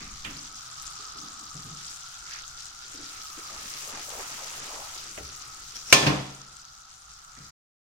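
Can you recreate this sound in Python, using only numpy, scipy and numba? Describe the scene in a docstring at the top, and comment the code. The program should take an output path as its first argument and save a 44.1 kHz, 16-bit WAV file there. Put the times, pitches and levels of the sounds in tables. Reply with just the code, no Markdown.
"""Thick sugar syrup boils in a pan on a gas stove, close to a hand-held phone in a hard-walled kitchen.
From the start, flurries of tiny ringing bubbles and a spitting rim sound over the burner's hollow resonant noise,
with hand rumble, spatula clacks and modal bumps; single bubbles snap out. Stirring bares hot metal: noisy sizzle
and low bubbles. Then a blade scrapes, hard blows ring pan and stove, and the boil calms; sound stops before the end."""
import sys
import numpy as np
from scipy import signal
from scipy.fft import rfft, irfft, next_fast_len
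from scipy.io import wavfile
from scipy.ndimage import uniform_filter1d
from numba import njit

SR = 44100
rng = np.random.default_rng(int(sys.argv[2]) if len(sys.argv) > 2 else 0)


def wav_record(signal):
    """Record a signal, one row per channel, as 16-bit PCM in the file named by sys.argv[1]."""
    frames = np.transpose(np.atleast_2d(signal))
    bounded = np.clip(frames, -1, 1)
    # unit amplitude maps onto the largest positive 16-bit level
    quanta = np.round(bounded * 32767).astype(np.int16)
    wavfile.write(sys.argv[1], SR, quanta)


N = 345744
TIME = np.arange(N) / SR

# stove top and grate modes: pitch_hz, relative_db, t60_s
STOVE_MODES = [(66, -9.5, 0.54), (135.4, -7.5, 1), (144.3, 5, 0.3), (190.6, -4, 0.59), (218.4, -10, 0.63),
               (296, -1, .45), (320, -6.5, 0.42), (420, -12, 0.38)]
# spectrum of metal contact: frequency_hz, density_db
CONTACT_SPECTRUM = [(60, -23.5), (150, -5.5), (550, -8.5), (1400, -4.5), (2000, -8.5), (2600, -3),
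                    (3600, -7), (6200, -2), (9000, -14), (15000, -23)]


def undb(db):
    """Decibels to gain."""
    return 10 ** (np.asarray(db) / 20)


def unit(x):
    """Scale to rms 1."""
    return x / np.sqrt(np.mean(x ** 2))


def curve(rows, axis=1):
    """One column of a table, joined by straight lines in time."""
    rows = np.asarray(rows, float)
    return np.interp(TIME, rows[:, 0], rows[:, axis])


def colour(x, points, power=1):
    """Filter by a (Hz, dB) spectrum; power scales its dB."""
    hz, db = np.transpose(points)
    size = next_fast_len(x.shape[-1])
    bins_hz = np.fft.rfftfreq(size, 1 / SR)
    gain = undb(power * np.interp(np.log(bins_hz + 1), np.log(hz), db))
    return irfft(rfft(x, size) * gain, size)[..., :x.shape[-1]]


def diffuse(size, alike_hz=430):
    """Noise from all around: long waves reach both ports alike, short ones do not."""
    mid, side = rfft(rng.standard_normal((2, size)))
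    apart = 1 - 1 / (1 + (np.fft.rfftfreq(size, 1 / SR) / alike_hz) ** 4)
    mid, side = mid * np.sqrt(2 - apart), side * np.sqrt(apart)
    return unit(irfft(np.array([mid + side, mid - side]), size))


def walk(rate_hz):
    """Random levels, each held 1 / rate_hz s and slewed, at rms 1."""
    hold = max(int(SR / rate_hz), 2)
    steps = np.repeat(rng.standard_normal(N // hold + 1), hold)
    return unit(uniform_filter1d(steps, hold)[:N])


def fade(t, t60_s):
    """Free decay by 60 dB in t60_s."""
    return np.exp(-np.log(1000) * t / t60_s)


def add(out, start_s, sound):
    """Mix a sound in at start_s."""
    start = max(int(start_s * SR), 0)
    out[:, start:start + sound.shape[-1]] += sound[..., :N - start]


@njit
def resonate(x, hz, width_hz):
    """State-variable band-pass with a moving centre."""
    y, band, low = np.empty(len(x)), 0., 0.
    for i in range(len(x)):
        g, damping = np.tan(np.pi * hz[i] / SR), width_hz / hz[i]
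        v = (band + g * (x[i] - low)) / (1 + g * (g + damping))
        band, low, y[i] = 2 * v - band, low + 2 * g * v, damping * v
    return y


@njit
def bubbles(times_s, hz, cycles, size):
    """Each bubble swells within a cycle and rings out over a few more."""
    y = np.zeros(N)
    for k in range(len(times_s)):
        first = int(times_s[k] * SR) + 1
        last = min(first + int(cycles[k] / hz[k] * SR), N)
        for i in range(max(first, 0), last):
            turn = (i / SR - times_s[k]) * hz[k]
            swell = 1 - np.exp(-2 * turn)
            decay = np.exp(-5 * turn / cycles[k])
            y[i] += size[k] * np.sin(2 * np.pi * turn) * decay * swell
    return y


def swarm(count, hz, octaves, cycles, spread_db, lag_s=0.000398, pan_db=3):
    """Bubbles all over the pan, each with its own size, pitch and path to the two ports."""
    when, rank, place = rng.random((count, 3)).T
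    pitch, ringing, side = rng.standard_normal((count, 3)).T
    # the offset caps the size: bubbles burst before they grow very large
    size = undb(-spread_db * np.log(rank + .03))
    # bubbles close in time share a patch of foam and are alike in pitch
    patch = walk(22)[(when * N).astype(int)]
    pitch_hz = np.clip(hz * 2 ** (octaves * (pitch + .45 * patch)), 100, SR / 3)
    ring_cycles = cycles * np.exp(0.26 * ringing)
    ports = []
    for ear in (1, -1):
        times_s = when * N / SR + ear * lag_s * (place - .5)
        ports.append(bubbles(times_s, pitch_hz, ring_cycles, size * undb(ear * pan_db * side / 2)))
    return unit(np.array(ports))


def echoes(x, t60_s, wet_db):
    """Short reflections from the pan wall and the stove."""
    t = TIME[:SR // 4]
    tail = diffuse(len(t)) * fade(t, t60_s)
    tail /= np.sqrt(np.sum(tail ** 2) / 2)
    return unit(x + undb(wet_db) * signal.fftconvolve(x, tail, axes=1)[:, :N])


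def ring(modes, t):
    """Decaying modes; the higher ones reach the two ports out of step."""
    out = 0
    for hz, db, t60_s in modes:
        skew_rad = np.array([[1], [-1]]) * rng.choice([-1, 1]) * min(hz / 800, np.pi / 4)
        out = out + undb(db) * fade(t, t60_s) * np.sin(2 * np.pi * hz * t + skew_rad)
    return out / np.sqrt(np.mean(out[:, :SR // 20] ** 2))


def boil_gain():
    """How hard the syrup boils: steady with a few flurries and lulls, then calmer as it cools."""
    # flurries and lulls of the foam: middle_s, change_db
    flurry_rows = [(.87, 2), (1.87, 4), (2.35, 3), (2.67, 1.5), (2.77, -4.5), (5.58, -1.5), (6.87, -2)]
    half_length_s = 0.089
    level_db = np.interp(TIME, [5.1, 7.4], [-49, -52])  # s, dB
    for middle_s, change_db in flurry_rows:
        level_db = level_db + change_db * np.exp(-((TIME - middle_s) / half_length_s) ** 2)
    return undb(level_db)


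def boil():
    """Bursting foam: a dense patter of sharp ticks over a fine fizz of countless smaller ones."""
    # fizz spectrum: frequency_hz, density_db
    foam_spectrum = [(500, -35.5), (1000, -10), (2300, -8.5), (4000, 2.5), (5800, 3.5), (7200, -11.5),
                     (9000, -12.5), (12000, -14), (15500, -20)]
    surge_db, surges_per_s = .5, 11
    ticks = swarm(count=13000, hz=6200, octaves=.27, cycles=9, spread_db=4.6)
    ticks = colour(ticks, [(1500, -10), (4000, -2.5), (7000, -0.5), (10000, -5.5), (15000, -3.5)])
    flicker = undb(.8 * walk(35))
    ticks = echoes(ticks * flicker, t60_s=.06, wet_db=-9.5)
    fizz = swarm(count=40000, hz=5180, octaves=0.71, cycles=1.3, spread_db=3.0)
    fizz = unit(colour(fizz, foam_spectrum)) * flicker
    foam = undb(3.5) * ticks + undb(-1.0) * fizz
    return foam * boil_gain() * undb(surge_db * walk(surges_per_s))


def sizzle_gain():
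    """Sizzling swells as the spatula bares the metal and dies as syrup flows back; the rim always spits."""
    # stirring spells that bare hot metal: start_s, end_s, sizzle_db
    stir_rows = [(3.1, 3.2, -49), (3.702, 4.622, -41.5), (7.448, 7.497, -55.5)]
    rise_db_per_s, fall_db_per_s = 26, 11
    rim_db = -7.5  # relative to the boil
    power = (boil_gain() * undb(rim_db)) ** 2
    for start_s, end_s, db in stir_rows:
        rise_db = rise_db_per_s * np.maximum(start_s - TIME, 0)
        fall_db = fall_db_per_s * np.maximum(TIME - end_s, 0)
        power = power + undb(db - rise_db - fall_db) ** 2
    return np.sqrt(power)


def stirring():
    """Hot metal at the rim and under the spatula spits; strokes fold larger, lower bubbles into the syrup."""
    # spitting spectrum: frequency_hz, density_db
    spit_spectrum = [(150, -17.5), (350, -12), (700, -21.5), (1500, -6.5), (2600, -3), (4000, -1.5),
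                     (6500, 7.5), (9000, 3), (12000, 0), (15500, -2)]
    # strokes through the syrup: middle_s, length_s, level_db, bubble_pitch_hz
    stroke_rows = [(2.335, 0.098, -45.5, 1820), (3.545, 0.14, -53, 770), (3.927, 0.13, -46.5, 770),
                   (4.156, 0.12, -45, 740), (4.198, 0.034, -41.5, 830), (4.31, 0.4, -49, 1100),
                   (4.434, 0.057, -45.5, 734), (4.547, 0.084, -51, 910), (4.758, 0.19, -44.5, 857),
                   (4.936, 0.18, -53, 910)]
    spit = swarm(count=45000, hz=4150, octaves=1.443, cycles=1.55, spread_db=1.0)
    out = unit(colour(spit, spit_spectrum)) * sizzle_gain()
    for middle_s, length_s, db, hz in stroke_rows:
        slosh = swarm(count=6000, hz=hz, octaves=0.51, cycles=6, spread_db=-2.5)
        # the thick syrup smothers the largest bubbles
        slosh = unit(colour(slosh, [(hz / 2, -10), (hz, 0)]))
        out += slosh * undb(db) * np.exp(-2 * ((TIME - middle_s) / length_s) ** 2)
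    return out


def burner():
    """The gas flame rushes under the pan and sounds a hollow, wandering resonance above a low drone."""
    # hollow resonance: time_s, pitch_hz, level_db
    burner_rows = [(0, 1220, -55), (.4, 1300, -58), (.65, 1298, -52.5), (1.1, 1270, -49.5),
                   (1.7, 1268, -53), (2.15, 1394, -53), (2.5, 1340, -53.5), (2.9, 1390, -55.5),
                   (3.4, 1250, -50), (3.65, 1256, -53.5), (5.2, 1316, -54.5), (5.5, 1290, -52.5),
                   (5.7, 1346, -57), (6.65, 1353, -53.5), (6.97, 1330, -56.5), (7.25, 1320, -52.5)]
    # rush spectrum: frequency_hz, density_db
    flame_spectrum = [(200, -25), (400, -17.5), (580, -11.5), (790, 2.5), (950, -2), (1300, 5.5),
                      (1700, -8.5), (2500, -19), (5000, -12.5), (15000, -33.5)]
    hz = curve(burner_rows) * (1 + .008 * walk(17.0))
    level_db = curve(burner_rows, axis=2)
    # two band-passes in series
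    hollow = [resonate(resonate(x, hz, 120.0), hz, 580.0) for x in diffuse(N)]
    hollow = unit(np.array(hollow)) * undb(level_db + 2.5)
    # the rush follows the level half as far
    rush = unit(colour(diffuse(N), flame_spectrum)) * undb(-3 + (level_db + level_db.mean()) / 2)
    drone_spectrum = [(60, -23.0), (105, -3.5), (138, 5.0), (175, -15.5), (280, -14), (400, -28),
                      (900, -37.0)]
    drone = unit(colour(diffuse(N), drone_spectrum)) * undb(-65.5 + 1.5 * walk(1.7))
    return hollow + rush + drone


def handling():
    """The hand rumbles faintly through the phone, most while it swings towards the pan."""
    # rumble spectrum: frequency_hz, density_db
    rumble_spectrum = [(20, -0.5), (40, -1), (65, -0.5), (95, -10.5), (180, -16.5), (400, -31.5),
                       (900, -48.5)]
    swing_db, swing_end_s, swing_t60_s, held_db = -52.5, 0.31, 0.61, -59.5
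    swing = undb(swing_db) * fade(np.maximum(TIME - swing_end_s, 0), swing_t60_s)
    rumble = unit(colour(diffuse(N), rumble_spectrum))
    return rumble * (swing + undb(held_db)) * undb(1.5 * walk(8.7))


def clacks():
    """The light spatula sounds one broad resonance: noise with a decay and a fainter, slower tail."""
    # clacks of the spatula: start_s, level_db, pitch_hz, t60_s
    clack_rows = [(.005, -47.5, 2250, 0.45), (0.2479, -35.5, 2940, 0.21), (.258, -48, 1500, 0.75),
                  (5.1759, -38.5, 2580, 0.057), (5.176, -42.5, 690, 0.14), (5.9266, -4.5, 2600, 0.034),
                  (6.067, -25, 5100, 0.11), (7.365, -54.5, 2000, 0.8)]
    out, t = np.zeros((2, N)), TIME[:SR]
    for start_s, db, hz, t60_s in clack_rows:
        spectrum = [(hz / 10, -16), (hz / 2, -11), (0.65 * hz, -3), (hz, 0),
                    (1.2 * hz, -4), (1.3 * hz, -14), (5 * hz, -32)]
        body = unit(colour(diffuse(SR), spectrum))
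        decay = fade(t, t60_s) + undb(-12.0) * fade(t, 4 * t60_s)
        add(out, start_s, undb(db) * body * decay)
    return out


def bumps():
    """Dull bumps ring the stove's modes nearest their pitch and boom briefly in the room."""
    # soft bumps on the stove: start_s, level_db, pitch_hz, t60_s
    bump_rows = [(.01, -43, 215, 0.54), (0.251, -40, 143, 0.72), (.255, -40.5, 253, .75),
                 (.989, -56.5, 420, 0.99), (1.15, -45.5, 287, 0.51), (1.222, -45, 237, 0.49),
                 (1.405, -47.5, 245, 0.33), (1.547, -37, 156, 0.41), (1.648, -38, 146, 0.68),
                 (2.94, -42.5, 294, 0.22), (2.983, -41.5, 292, 0.35), (3.373, -37.5, 380, 0.14),
                 (5.175, -38.5, 428, 0.26), (5.2, -37, 67, 0.41), (7.371, -37, 141, 0.4),
                 (7.426, -39.5, 68, .3)]
    focus_db_per_octave = 31.5  # modes weaken away from the bump's pitch
    attack_t60_s = 0.041
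    out, t = np.zeros((2, N)), TIME[:SR]
    for start_s, db, hz, t60_s in bump_rows:
        boom = [resonate(x, np.full(SR, float(hz)), 0.26 * hz) for x in diffuse(SR)]
        boom = colour(unit(np.array(boom)), [(500, 2), (1500, -6), (6000, -45)]) * fade(t, t60_s)
        modes = []
        for mode_hz, mode_db, _ in STOVE_MODES:
            distance_octaves = abs(np.log2(mode_hz / hz))
            modes.append((mode_hz, mode_db - focus_db_per_octave * distance_octaves, t60_s))
        bump = undb(-7.5) * boom + undb(-10.0) * ring(modes, t)
        add(out, start_s, undb(db) * bump * (1 - fade(t, attack_t60_s)))
    return out


def pops():
    """Single larger bubbles snap above the rest, reaching the ports a fraction of a cycle apart."""
    # single loud bursts: start_s, strength_db, pitch_hz
    pop_rows = [(.8675, -22, 5680), (1.1867, -22.5, 5030), (1.5678, -24, 5760), (1.8472, -23, 5100),
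                (2.3345, -23, 5830), (3.7389, -20, 5640), (4.0936, -18.5, 7300), (5.759, -23, 5300),
                (6.4168, -21.5, 5780), (6.5685, -21, 7250), (6.652, -23, 6100)]
    pan_db = 9  # left minus right
    start_s, db, hz = np.transpose(pop_rows)
    lag_s = (rng.random(len(start_s)) - .5) / hz / 2
    cycles = np.full(len(start_s), 12.)
    ports = [bubbles(start_s + ear * lag_s, hz, cycles, undb(db + ear * pan_db / 2)) for ear in (1, -1)]
    return np.array(ports)


def scrape():
    """The blade chatters along the pan wall with a thin squeak: noise of jumping level, part of it resonant."""
    # spatula sliding on the pan: time_s, level_db
    slide_rows = [(5.725, -75), (5.753, -42), (5.8, -47), (5.84, -52), (5.885, -42), (5.912, -32),
                  (5.926, -35), (5.935, -75)]
    slips = diffuse(N) * undb(2.4 * walk(400))
    squeak = unit(np.array([resonate(x, np.full(N, 5650.), 550.0) for x in slips]))
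    rasp = unit(colour(slips, CONTACT_SPECTRUM))
    return (squeak + undb(-2.0) * rasp) * undb(curve(slide_rows) - 1.5)


def blows():
    """Each blow cracks, rings the pan, shakes the stove beneath it and dies away in the kitchen."""
    # blows on the pan: start_s, level_db, brightness_hz, thud_db
    blow_rows = [(5.926, -6.5, 15000, -27), (5.9698, -38, 5000, -42), (6.026, -16.5, 2200, -22.5),
                 (6.066, -14, 3300, -13.5)]
    # pan modes: pitch_hz, relative_db, t60_s
    pan_modes = [(404, -3, .45), (545, -4, .35), (640, -1, .3), (748, -6, .7), (1055, 1, .45),
                 (1088, -3, .3), (1767, -2, .55), (2330, -5, .35), (2394, 0, .35), (2474, -1, .3),
                 (2520, -2, .25), (2692, 0, .3), (3187, -6, .4), (3415, -7, .85), (3725, -5, .25),
                 (4109, -8, .35), (4371, -5, .35), (4805, -9, .72), (5087, -6, .3), (5855, -4, .3),
                 (6215, -9, .5)]
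    # room spectrum: frequency_hz, density_db
    kitchen_spectrum = [(60, -12.5), (140, -1), (500, -0.5), (1000, 0), (1500, -8.5), (2500, -3.5),
                        (6000, -5), (9000, -16), (15000, -30.5)]
    boom_spectrum = [(40, -31.5), (90, -19.0), (135, -2.5), (300, -6), (700, -11.0), (2000, -15.5),
                     (8000, -54.0)]
    out, t = np.zeros((2, N)), TIME[:SR]
    for start_s, db, bright_hz, thud_db in blow_rows:
        crack = unit(colour(diffuse(SR), CONTACT_SPECTRUM)) * fade(t, 0.12)
        room = unit(colour(diffuse(SR), kitchen_spectrum)) * fade(t, 0.75) * (1 - fade(t, 0.038))
        clang = crack + undb(-11.5) * ring(pan_modes, t) + undb(-10.0) * room
        # a softer contact lasts longer and leaves out the treble
        clang = signal.sosfilt(signal.butter(2, bright_hz, fs=SR, output="sos"), clang)
        boom = unit(colour(diffuse(SR), boom_spectrum)) * fade(t, 0.52)
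        thud = (ring(STOVE_MODES, t) + undb(-2) * boom) * (1 - fade(t, .02))
        add(out, start_s, undb(db) * clang + undb(thud_db - 4.5) * thud)
    # the small pan radiates hardly any deep bass
    return signal.sosfilt(signal.butter(2, 55, "high", fs=SR, output="sos"), out)


def gain_control(x):
    """Turn down a few dB once the level passes a threshold; the held level sinks slowly, so the cut lasts."""
    threshold_db, recovery_db_per_s, depth_db, attack_s = -24, 3, 4, .2
    power = uniform_filter1d(np.mean(x ** 2, axis=0), size=441)
    level_db = 10 * np.log10(power.clip(1e-12))
    recovery_db = recovery_db_per_s * TIME
    held_db = np.maximum.accumulate(level_db + recovery_db) - recovery_db
    cut_db = np.clip(held_db - threshold_db, 0, depth_db)
    step = 1 / (attack_s * SR)
    return x * undb(-signal.lfilter([step], [1, step - 1], cut_db))


def scene():
    """The pan lies off to one side of the ports; its blows fill the room more evenly."""
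    # microphone ports facing different ways: frequency_hz, left_minus_right_db
    port_rows = [(200, 4), (380, -2), (550, 8.5), (760, 6.5), (1000, -3.5), (1350, -3.5), (2300, -7.5),
                 (3400, -5), (4400, 1), (6000, 6), (8000, 4.5), (15000, 9)]
    near = boil() + stirring() + burner() + clacks() + scrape()
    near = colour(near, port_rows, power=np.array([[.5], [-.5]]))
    knocks = colour(blows(), port_rows, power=0.11 * np.array([[1], [-1]]))
    return near + handling() + bumps() + pops() + knocks


def record(dry):
    """The phone's slow gain control lets the hardest blow clip; it stops early and cuts the top."""
    stop_s, stop_fade_s, top_hz = 7.503, 0.014, 15900
    running = np.clip((stop_s - TIME) / stop_fade_s + .5, 0, 1)
    top = signal.ellip(10, .2, 70, top_hz, fs=SR, output="sos")
    return signal.sosfilt(top, np.clip(gain_control(dry), -1, 1) * running)


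dry = scene()
out = record(dry)
wav_record(out)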